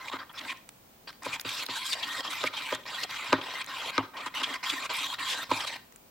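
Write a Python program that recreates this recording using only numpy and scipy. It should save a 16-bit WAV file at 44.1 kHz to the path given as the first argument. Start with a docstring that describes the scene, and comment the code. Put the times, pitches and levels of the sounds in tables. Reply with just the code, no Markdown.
"""A plastic wand stirs thick slime in a hand-held plastic bowl, close to a stereo microphone in a quiet room.
The tip scrapes the wall in a few soft strokes, then rests for half a second while the slime pops.
From 1 s on it stirs stroke after stroke, squelching, slipping in short bursts and knocking the bowl.
Two sharp bubbles snap near 1.5 s and the hardest knock lands at 3.3 s.
The stirring stops just before 6 s, leaving two small ticks over the room tone."""
import sys
import numpy as np
from scipy import signal
from scipy.fft import rfft, irfft
from scipy.io import wavfile
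from scipy.ndimage import uniform_filter1d

SR = 44100
rng = np.random.default_rng(int(sys.argv[2]) if len(sys.argv) > 2 else 0)


def transcribe(signal):
    """Save signal, clipped to [-1, 1], as a 16-bit WAV file at the path in sys.argv[1]."""
    frames = np.atleast_2d(signal).T
    limited = np.clip(frames, -1, 1)
    pcm = np.round(limited * 32767).astype(np.int16)
    wavfile.write(sys.argv[1], SR, pcm)


N = 269098

# stereo width of the bowl, centred in the bass and wide on top: pitch_hz, side_db
BOWL_WIDTH = [(100, -57), (500, -21.5), (1500, -12), (4000, -10), (9000, -1), (14000, -2)]


def scrape():
    """The touching tip drives the floor, wall and treble resonances of the bowl and squeezes the slime."""
    # resonances of bowl and wand, damped by slime: pitch_hz, base_width_hz, level_db
    floor_modes = [(117, 50, -21), (278, 46, -11.5), (577, 257, -12.5), (903, 153, -7.5), (1044, 72, 0),
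                   (1266, 274, -6)]
    wall_modes = [(1580, 79, 4), (1856, 95, 3), (2071, 116, 0.5), (2390, 260, -2), (2834, 364, -6.5),
                  (3256, 147, -1), (3696, 410, -3), (3895, 310, -6.5), (4230, 215, -4.5), (4637, 59, 1.5),
                  (5095, 500, -4.5)]
    treble_modes = [(5950, 260, 18.5), (6740, 130, 5.5), (7070, 790, 14.5), (7960, 850, 9.5),
                    (9040, 3900, 0), (11400, 1500, 2), (13700, 1200, -1), (16400, 4600, -3)]
    touching, level_db, floor_db, treble_db, pitch_hz = strokes()
    # the tip lands and lets go within a few ms; the slime clings longer
    land, grip, cling, wake = np.exp(-1 / (np.array([.003, .0025, .03, .004]) * SR))
    edges = [signal.lfilter([1 - r], [1, -r], touching, zi=[r])[0] for r in (land, grip)]
    contact = np.maximum(*edges) + 0.43 * signal.lfilter([1 - cling], [1, -cling], touching)
    rub = friction(per_s=4500, spread_db=2) * from_db(0.62 * drift(23) + 0.55 * drift(84))
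    floor = from_db(floor_db) * rubbed_bowl(rub, floor_modes, low_cut_hz=31, wander_db=5, wander_hz=12.5)
    wall = rubbed_bowl(rub, wall_modes, low_cut_hz=820, wander_db=5.5, wander_hz=12.8,
                       focus_hz=pitch_hz, focus_db_per_octave=12)
    # the treble builds up as the tip gathers speed
    speed = signal.lfilter([1 - wake], [1, -wake], np.minimum(contact, 1) * from_db(treble_db))
    treble = speed * rubbed_bowl(rub, treble_modes, low_cut_hz=6900, wander_db=5, wander_hz=10.8)
    return contact * from_db(level_db) * (floor + wall + treble + from_db(-11.5) * squelches())


def strokes():
    """Control curves for the scrape: each stroke is one arc up the wall and back."""
    # strokes of the tip: start_s, end_s, start_db, end_db, floor_db, treble_db, pitch_hz, fastest_fraction
    stroke_table = [(0.0, 0.1, -48.5, -47, 1.5, -16, 2360, 1),
                    (0.113, 0.169, -42.5, -45, 6, -20, 2200, 0.6),
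                    (0.186, 0.235, -43, -50.5, 3, -32, 2220, 0),
                    (0.293, 0.314, -50.5, -54.5, 3, -26, 2130, 0.7),
                    (0.333, 0.529, -54, -42.5, 1, -16.5, 2460, 0.94),
                    (1.072, 1.108, -37, -50, -4, -21, 2640, 0.1),
                    (1.219, 1.237, -48, -47.5, 2.5, -14, 2600, 0.5),
                    (1.24, 1.365, -45.5, -41, -0.5, -15.5, 2520, 0.93),
                    (1.447, 1.64, -39, -40, -6, -13.5, 2800, 0.57),
                    (1.691, 1.85, -37.5, -42, -3.5, -16, 2840, 0.5),
                    (1.844, 1.945, -38.5, -38.5, -9.5, -10, 3240, 0.1),
                    (1.948, 2.208, -46, -37.5, -2, -15.5, 2780, 0.9),
                    (2.228, 2.482, -42, -39, -3.5, -16.5, 2840, 0.6),
                    (2.527, 2.757, -43, -38.5, -4, -17.5, 2500, 1),
                    (2.775, 2.81, -50, -64, 1, -30, 1690, 0.6),
                    (2.853, 3.049, -43.5, -38.5, -4, -17, 2640, 1),
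                    (3.091, 3.356, -39.5, -43, -2, -16.5, 2600, 0.07),
                    (3.329, 3.402, -31, -51.5, 3, -42, 1660, 0.4),
                    (3.413, 3.617, -45.5, -39, -1.5, -18.5, 2520, 1),
                    (3.67, 3.914, -44, -38.5, -0.5, -17.5, 2560, 1),
                    (3.907, 3.973, -48.5, -39, -4, -25, 2400, 0.9),
                    (3.986, 4.075, -37, -69, 9, -41, 1540, 0.5),
                    (4.134, 4.282, -49.5, -43.5, 1.5, -21, 2180, 0.8),
                    (4.339, 4.42, -34.5, -39, -2, -18, 2620, 0.1),
                    (4.425, 4.564, -42, -40.5, 0, -18, 2410, 0.6),
                    (4.628, 4.867, -35, -43, -2, -15, 2670, 0.48),
                    (4.892, 5.08, -37.5, -35, -5, -14.5, 2730, 1),
                    (5.07, 5.146, -42.5, -38.5, -2, -14.5, 3220, 0),
                    (5.183, 5.441, -38, -40.5, -2, -14, 2720, 0.9),
                    (5.492, 5.509, -46, -42, 7, -11, 2860, .5),
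                    (5.512, 5.653, -36, -41.5, -0.5, -14.5, 2800, 0.5),
                    (5.655, 5.765, -41.5, -43, -4.5, -15.5, 2500, 0)]
    t, rows = np.arange(N) / SR, np.array(stroke_table)
    current = np.maximum(np.searchsorted(rows[:, 0], t, "right") - 1, 0)
    start_s, end_s, start_db, end_db, floor_db, treble_db, pitch_hz, fastest = rows[current].T
    progress = np.clip((t - start_s) / (end_s - start_s), 0, 1)
    fastest = np.clip(fastest, .05, .95)
    arc = np.sin(np.pi / 2 * np.minimum(progress / fastest, (1 - progress) / (1 - fastest)))
    touching = (t <= end_s) * 1.
    level_db = start_db + (end_db - start_db) * progress
    # at its fastest the tip is highest on the wall: a touch softer, less floor, brighter, higher
    return touching, level_db - arc, floor_db - 3 * arc, treble_db + 4 * arc, pitch_hz * (1 + 0.068 * arc)


def friction(per_s, spread_db):
    """Stick-slip of the tip on the rough wall: dense uneven clicks, a mid and a side stream."""
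    sizes = from_db(spread_db * np.minimum(rng.exponential(1, (2, N)), 5)) * rng.choice([-1, 1], (2, N))
    return rms_one(sizes * (rng.random((2, N)) < per_s / SR) + 1e-9)


def rubbed_bowl(rub, modes, low_cut_hz, wander_db, wander_hz, focus_hz=1, focus_db_per_octave=0):
    """Friction through resonances; the moving tip wakes now one, now another. Level evened to 1."""
    out, signs = 0, rng.choice([-1., 1.], N)     # every click pushes each mode its own way
    for k, (hz, base_width_hz, level_db) in enumerate(modes):
        octaves_away = np.abs(np.log2(hz / focus_hz))
        drive = from_db(level_db + wander_db * drift(wander_hz) - focus_db_per_octave * octaves_away)
        band = (hz, 1.6 * base_width_hz)
        mid, side = resonate(rub * np.roll(signs, k) * drive, band, band)     # twice, for dark valleys
        out = out + stereo(mid, side, at_hz(BOWL_WIDTH, hz))
    out = high_pass(out, low_cut_hz)
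    return out / np.sqrt(uniform_filter1d(out.mean(axis=0) ** 2, size=2000, mode="reflect") + 1e-12)


def slips():
    """The tip slips and catches again: a fast rough rub that swells and stops around one pitch."""
    # slips of the tip: peak_s, level_db, pitch_hz, swell_s, fall_s, treble_db
    slip_table = [(0.085, -37, 2440, 0.0082, 0.0044, -17), (0.392, -34, 3440, 0.014, 0.0053, -20),
                  (0.414, -37, 1980, 0.0047, 0.0038, -30), (0.506, -33, 2440, 0.02, 0.0088, -24),
                  (1.254, -38.5, 2490, 0.0077, 0.012, -7), (1.345, -34, 2420, 0.022, 0.011, -11),
                  (1.493, -35.5, 3500, 0.0039, 0.0064, -6.5), (1.599, -37, 2600, 0.011, 0.014, -12),
                  (1.629, -41, 2290, 0.0037, 0.002, -1), (1.762, -37, 1560, 0.0088, 0.025, -6),
                  (1.932, -23.5, 3640, 0.0069, 0.0076, -13), (2.033, -29.5, 3300, 0.0054, 0.016, -40),
                  (2.09, -31, 1500, 0.0016, 0.0028, -30), (2.132, -37, 2350, 0.0037, 0.007, -10),
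                  (2.249, -36, 1120, 0.0027, 0.031, -32), (2.309, -37, 2120, 0.0069, 0.012, -5.5),
                  (2.332, -32.5, 1375, 0.0059, 0.011, -16), (2.476, -29, 2300, 0.013, 0.0019, -15),
                  (2.536, -37, 1090, 0.0022, 0.016, -39), (2.569, -35, 3180, 0.0026, 0.03, -14.5),
                  (2.751, -33.5, 3440, 0.0039, 0.0026, -6.5), (2.837, -49, 3400, 0.0032, 0.0045, -28),
                  (3.037, -26.5, 4360, 0.0045, 0.0056, -14.5), (3.414, -35.5, 3250, 0.0043, 0.01, -37),
                  (3.471, -38, 867, 0.009, 0.0038, -78), (3.622, -33, 2460, 0.0095, 0.0041, -35),
                  (4.172, -36.5, 1065, 0.0042, 0.021, -58), (4.212, -37, 1100, 0.013, 0.0065, -39),
                  (4.261, -38.5, 1910, 0.0021, 0.02, -11), (4.434, -30, 3140, 0.0035, .008, -12),
                  (4.441, -23.5, 3250, 0.0063, 0.0081, -45), (4.543, -33, 2090, 0.006, 0.0052, -13),
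                  (4.701, -28.5, 3370, 0.0091, 0.013, -12.5), (4.861, -36.5, 1120, 0.029, 0.004, -11),
                  (4.911, -35, 1030, 0.012, 0.024, -28), (5.306, -31, 3410, 0.031, 0.038, -11),
                  (5.336, -26, 3200, 0.008, 0.0022, -27), (5.607, -27.5, 3100, 0.0028, 0.0057, -23),
                  (5.671, -31.5, 3890, 0.0016, 0.02, -12.5)]
    out, t = np.zeros((2, N)), np.arange(-1800, 1800) / SR
    soften = signal.butter(2, 5200, fs=SR, output="sos")
    for peak_s, level_db, pitch_hz, swell_s, fall_s, treble_db in slip_table:
        envelope = np.exp(-(t / np.where(t < 0, swell_s, fall_s)) ** 2)
        white = rng.standard_normal((2, len(t)))
        squeak = rms_one(resonate(white, (pitch_hz, 113)) + 0.23 * resonate(white, (2850, 1000)))
        fizz = rms_one(resonate(high_pass(white, 7100), (3500, 2500), (7100, 5600)))
        rub = signal.sosfilt(soften, squeak) + from_db(treble_db) * fizz
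        add(out, peak_s + t[0], from_db(level_db) * stereo(*(envelope * rub), side_db=-8))
    return out


def knocks():
    """A light touch, then the blow with its crack; the place struck sets the balance of the bowl's modes."""
    # wand against the wall: blow_s, lead_s, deep_db, bass_db, low_mid_db, mid_db, upper_db
    knock_table = [(0.134, 0.0048, -47, -34.5, -33.5, -31, -34.5),
                   (1.264, 0.0071, -46, -37.5, -24.5, -22, -37),
                   (1.45, 0.0047, -40, -37.5, -34.5, -41, -48), (1.687, 0.0046, -44, -38, -36.5, -31, -36),
                   (2.4389, 0.0049, -43, -31.5, -20, -22.5, -24),
                   (2.725, 0.005, -43, -32, -19.5, -17.5, -28), (3.3286, 0.005, -32, -16.5, -13, -9, -16.5),
                   (3.9796, 0.00089, -36.5, -22, -18.5, -18, -18),
                   (4.262, 0.000876, -62, -43, -39, -22, -32), (4.416, 0.0047, -67, -37.5, -40, -24, -32),
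                   (4.731, 0.014, -63, -36, -62, -45, -54), (5.514, 0.0031, -35.5, -27.5, -19, -9.5, -32)]
    # modes of the struck bowl: pitch_hz, level_db, t60_s
    bowl_modes = [(56, -6, 0.06), (83, -5, 0.057), (110, 8.5, 0.099), (159.6, -1.5, 0.15),
                  (197, -11, 0.089), (269.8, 3.5, 0.11), (326, 6.5, 0.044), (386, -7.5, 0.12),
                  (518, 7.5, 0.025), (620, -9, 0.11), (869, -7, 0.048), (1008, 1.5, 0.03),
                  (1273, -9.5, 0.066), (1240, 9, 0.036), (1545, 4.5, 0.027), (2010, -0.5, 0.013),
                  (2160, -5.5, 0.058), (2360, -6.5, 0.057), (2830, 6, 0.0059), (3310, -11, 0.03),
                  (3960, -2, 0.019), (5090, -6, 0.026)]
    crossovers_hz = [230, 430, 720, 1150]
    out, t = np.zeros((2, N)), np.arange(9000) / SR
    for blow_s, lead_s, *bands_db in knock_table:
        lead_s = np.clip(lead_s, 0, .01)     # the touch comes at most 10 ms early
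        scatter, sound = rng.normal(0, 1, (len(bowl_modes), 2)), 0
        for k, ((hz, mode_db, t60_s), (jitter, pan)) in enumerate(zip(bowl_modes, scatter)):
            rise_s = 0.0026 * (300 / hz) ** 1.31     # the wall yields: low modes take longer to build up
            push = 0
            for hit_s, force in ((0, .3), (lead_s, 1)):
                age = np.maximum(t - hit_s, 0)
                push = push + force * age * np.exp(-age / rise_s) * np.sin(2 * np.pi * hz * age)
            gain = from_db(mode_db + bands_db[np.searchsorted(crossovers_hz, hz)] + 0.5 * jitter)
            tone = gain * ring(push / (rise_s ** 2 * SR), hz, t60_s) * (-1) ** k
            sound = sound + stereo(tone, pan * tone, at_hz(BOWL_WIDTH, hz))
        crack = rng.standard_normal((2, len(t))) * np.exp(-np.abs(t - lead_s) / .0006) * (t >= lead_s)
        sound += from_db(bands_db[-1] + 7.5) * stereo(*resonate(crack, (3150, 2900), (3100, 3700)), -1.2)
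        # the many small modes of wall and slime blur into a wash
        wash = rng.standard_normal((2, len(t))) * from_db(-60 * t / 0.066) * (t >= lead_s)
        sound += from_db(bands_db[3] - 7) * stereo(*resonate(wash, (2100, 2500), (1500, 3300)), -15)
        add(out, blow_s - lead_s, sound)
    return out


def pops():
    """A tiny snap: a few cycles at the bubble's pitch, a weak broad tick and some body from the bowl."""
    # slime bubbles and threads snapping: start_s, level_db, pitch_hz, body_db
    pop_table = [(0.197, -33, 3500, -11), (0.329, -36, 10900, -10), (0.5721, -34, 5560, -5),
                 (0.6899, -26, 8700, -6), (0.691, -30, 3700, 9.5), (1.129, -45, 4000, 13),
                 (1.2326, -23, 6600, -16), (1.397, -10.5, 3840, -4.5), (1.406, -24, 15100, -12),
                 (1.411, -17, 5900, -28), (1.414, -23, 12000, -1), (1.6364, -25, 12000, -15),
                 (1.657, -30, 11000, -1), (1.664, -7.5, 3800, -8), (1.787, -33, 10000, 4),
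                 (2.2514, -21, 4860, -20), (3.644, -30.5, 12700, 11.5), (3.6628, -23.5, 7060, -3),
                 (4.938, -24, 13500, -20), (4.968, -20, 9500, -20), (5.9237, -35, 5750, 3),
                 (5.96, -27, 7650, -7)]
    out, t = np.zeros((2, N)), np.arange(900) / SR
    for start_s, level_db, pitch_hz, body_db in pop_table:
        burst = rng.standard_normal((2, len(t))) * np.exp(-t / 0.0017) * from_db(-6)
        bubble = (pitch_hz, .45 * pitch_hz)
        snap = resonate(burst, bubble, bubble) + .1 * resonate(burst, (8000, 12000))
        body = from_db(body_db) * resonate(burst, (2000, 1500))
        add(out, start_s, from_db(level_db) * stereo(*(snap + body), side_db=-4))
    return out


def squelches(count=420):
    """Air pockets in the slime open and close: short rough tones that slide, mostly upward."""
    out, t = np.zeros((2, N)), np.arange(2000) / SR
    for when, pitch, slide, softness, span, pan in rng.random((count, 6)):
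        progress = t / (.003 + .014 * span)
        hz = 1000 * 4 ** pitch * (1 + (.25 * slide - .08) * np.minimum(progress, 2))
        roughness = 1 + 0.29 * uniform_filter1d(rng.standard_normal(len(t)), size=40) * np.sqrt(40)
        envelope = progress * np.exp(1 - progress ** 2)
        tone = roughness * envelope * np.sin(2 * np.pi * np.cumsum(hz) / SR)
        add(out, when * N / SR, from_db(-12 * softness) * stereo(tone, (2 * pan - 1) * tone, -1.5))
    return rms_one(out)


def room(x, t60_s=0.33, wall_cut_hz=27000):
    """Short reverb: all-pass smear into sixteen echo loops, a little duller each round, bass centred."""
    for lag in (71, 113, 197):
        gap = np.zeros(lag - 1)
        x = signal.lfilter(np.r_[-.6, gap, 1], np.r_[1, gap, -.6], x)
    out, dull = np.zeros((2, N)), np.exp(-2 * np.pi * wall_cut_hz / SR)
    for k, lag in enumerate((rng.uniform(0.029, 0.073, 16) * SR).astype(int)):
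        loop, gain, state = x.copy(), from_db(-60 * lag / SR / t60_s), [0.]
        for i in range(lag, N, lag):
            echo, state = signal.lfilter([gain * (1 - dull)], [1, -dull], loop[i - lag:i], zi=state)
            loop[i:i + lag] += echo[:N - i]
        out[k % 2] += (loop - x) * (-1) ** (k // 2)
    return stereo(out[0], high_pass(out[1], 1130), side_db=-2.9)


def room_tone():
    """A steady bed of room air and microphone hiss."""
    # colour of the bed: pitch_hz, level_db
    colour = [(15, -36), (25, -1), (86, -3.5), (102, 0), (161, 0), (228, 1.5), (342, -3), (654, -4.5),
              (749, -5), (1820, -14), (2090, -13.5), (11700, -21.5), (15800, -11.5)]
    # stereo width of the bed: pitch_hz, side_db
    width = [(25, -29), (150, -9.5), (1000, 0.5), (5000, 0), (14000, 2)]
    hz = np.maximum(np.fft.rfftfreq(N, 1 / SR), 1)
    mid, side = rfft(rng.standard_normal((2, N))) * from_db(at_hz(colour, hz))
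    return rms_one(irfft(stereo(mid, side, at_hz(width, hz)), N))


def from_db(db):
    return 10 ** (np.asarray(db) / 20)


def rms_one(x):
    return x / np.sqrt(np.mean(x ** 2) + 1e-20)


def at_hz(curve, hz):
    """Reads a curve along a log frequency axis."""
    points_hz, values = np.array(curve).T
    return np.interp(np.log(hz), np.log(points_hz), values)


def drift(rate_hz):
    """Slow noise of spread 1."""
    r = np.exp(-80 * np.pi * rate_hz / SR)
    slow = signal.lfilter([1], [1, -2 * r, r * r], rng.standard_normal(N // 40 + 2002))[2000:]
    return np.interp(np.arange(N) / 40, np.arange(len(slow)), rms_one(slow))


def ring(x, hz, t60_s):
    """A unit click sets a sine of height 1 ringing."""
    r, w = from_db(-60 / (t60_s * SR)), 2 * np.pi * hz / SR
    return signal.lfilter([0, np.sin(w)], [1, -2 * r * np.cos(w), r * r], x + 1e-18)


def resonate(x, *bands):
    """Band-passes in series, each (pitch_hz, width_hz) with a peak gain of 1."""
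    for hz, width_hz in bands:
        r, w = np.exp(-np.pi * width_hz / SR), 2 * np.pi * hz / SR
        x = signal.lfilter(np.array([1, 0, -1]) * (1 - r * r) / 2, [1, -2 * r * np.cos(w), r * r], x)
    return x


def high_pass(x, hz):
    return signal.sosfilt(signal.butter(3, hz, "high", fs=SR, output="sos"), x)


def stereo(mid, side, side_db):
    """Left and right from a shared and an opposed part."""
    return mid + from_db(side_db) * side * np.array([[1], [-1]])


def add(out, start_s, sound):
    """Mixes a short sound in."""
    i = max(round(start_s * SR), 0)
    out[:, i:i + sound.shape[1]] += sound[:, :N - i]


def scene():
    """The bowl up close, with a little reverb and faint room tone behind it."""
    bowl = scrape() + slips() + knocks() + pops()
    return bowl + from_db(-18) * room(bowl.mean(axis=0)) + from_db(-54.5) * room_tone()


def record(dry):
    """A steep low-pass takes off the top above 16 kHz."""
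    return signal.sosfilt(signal.ellip(12, .5, 70, 16000, fs=SR, output="sos"), dry)


dry = scene()
out = record(dry)
transcribe(out)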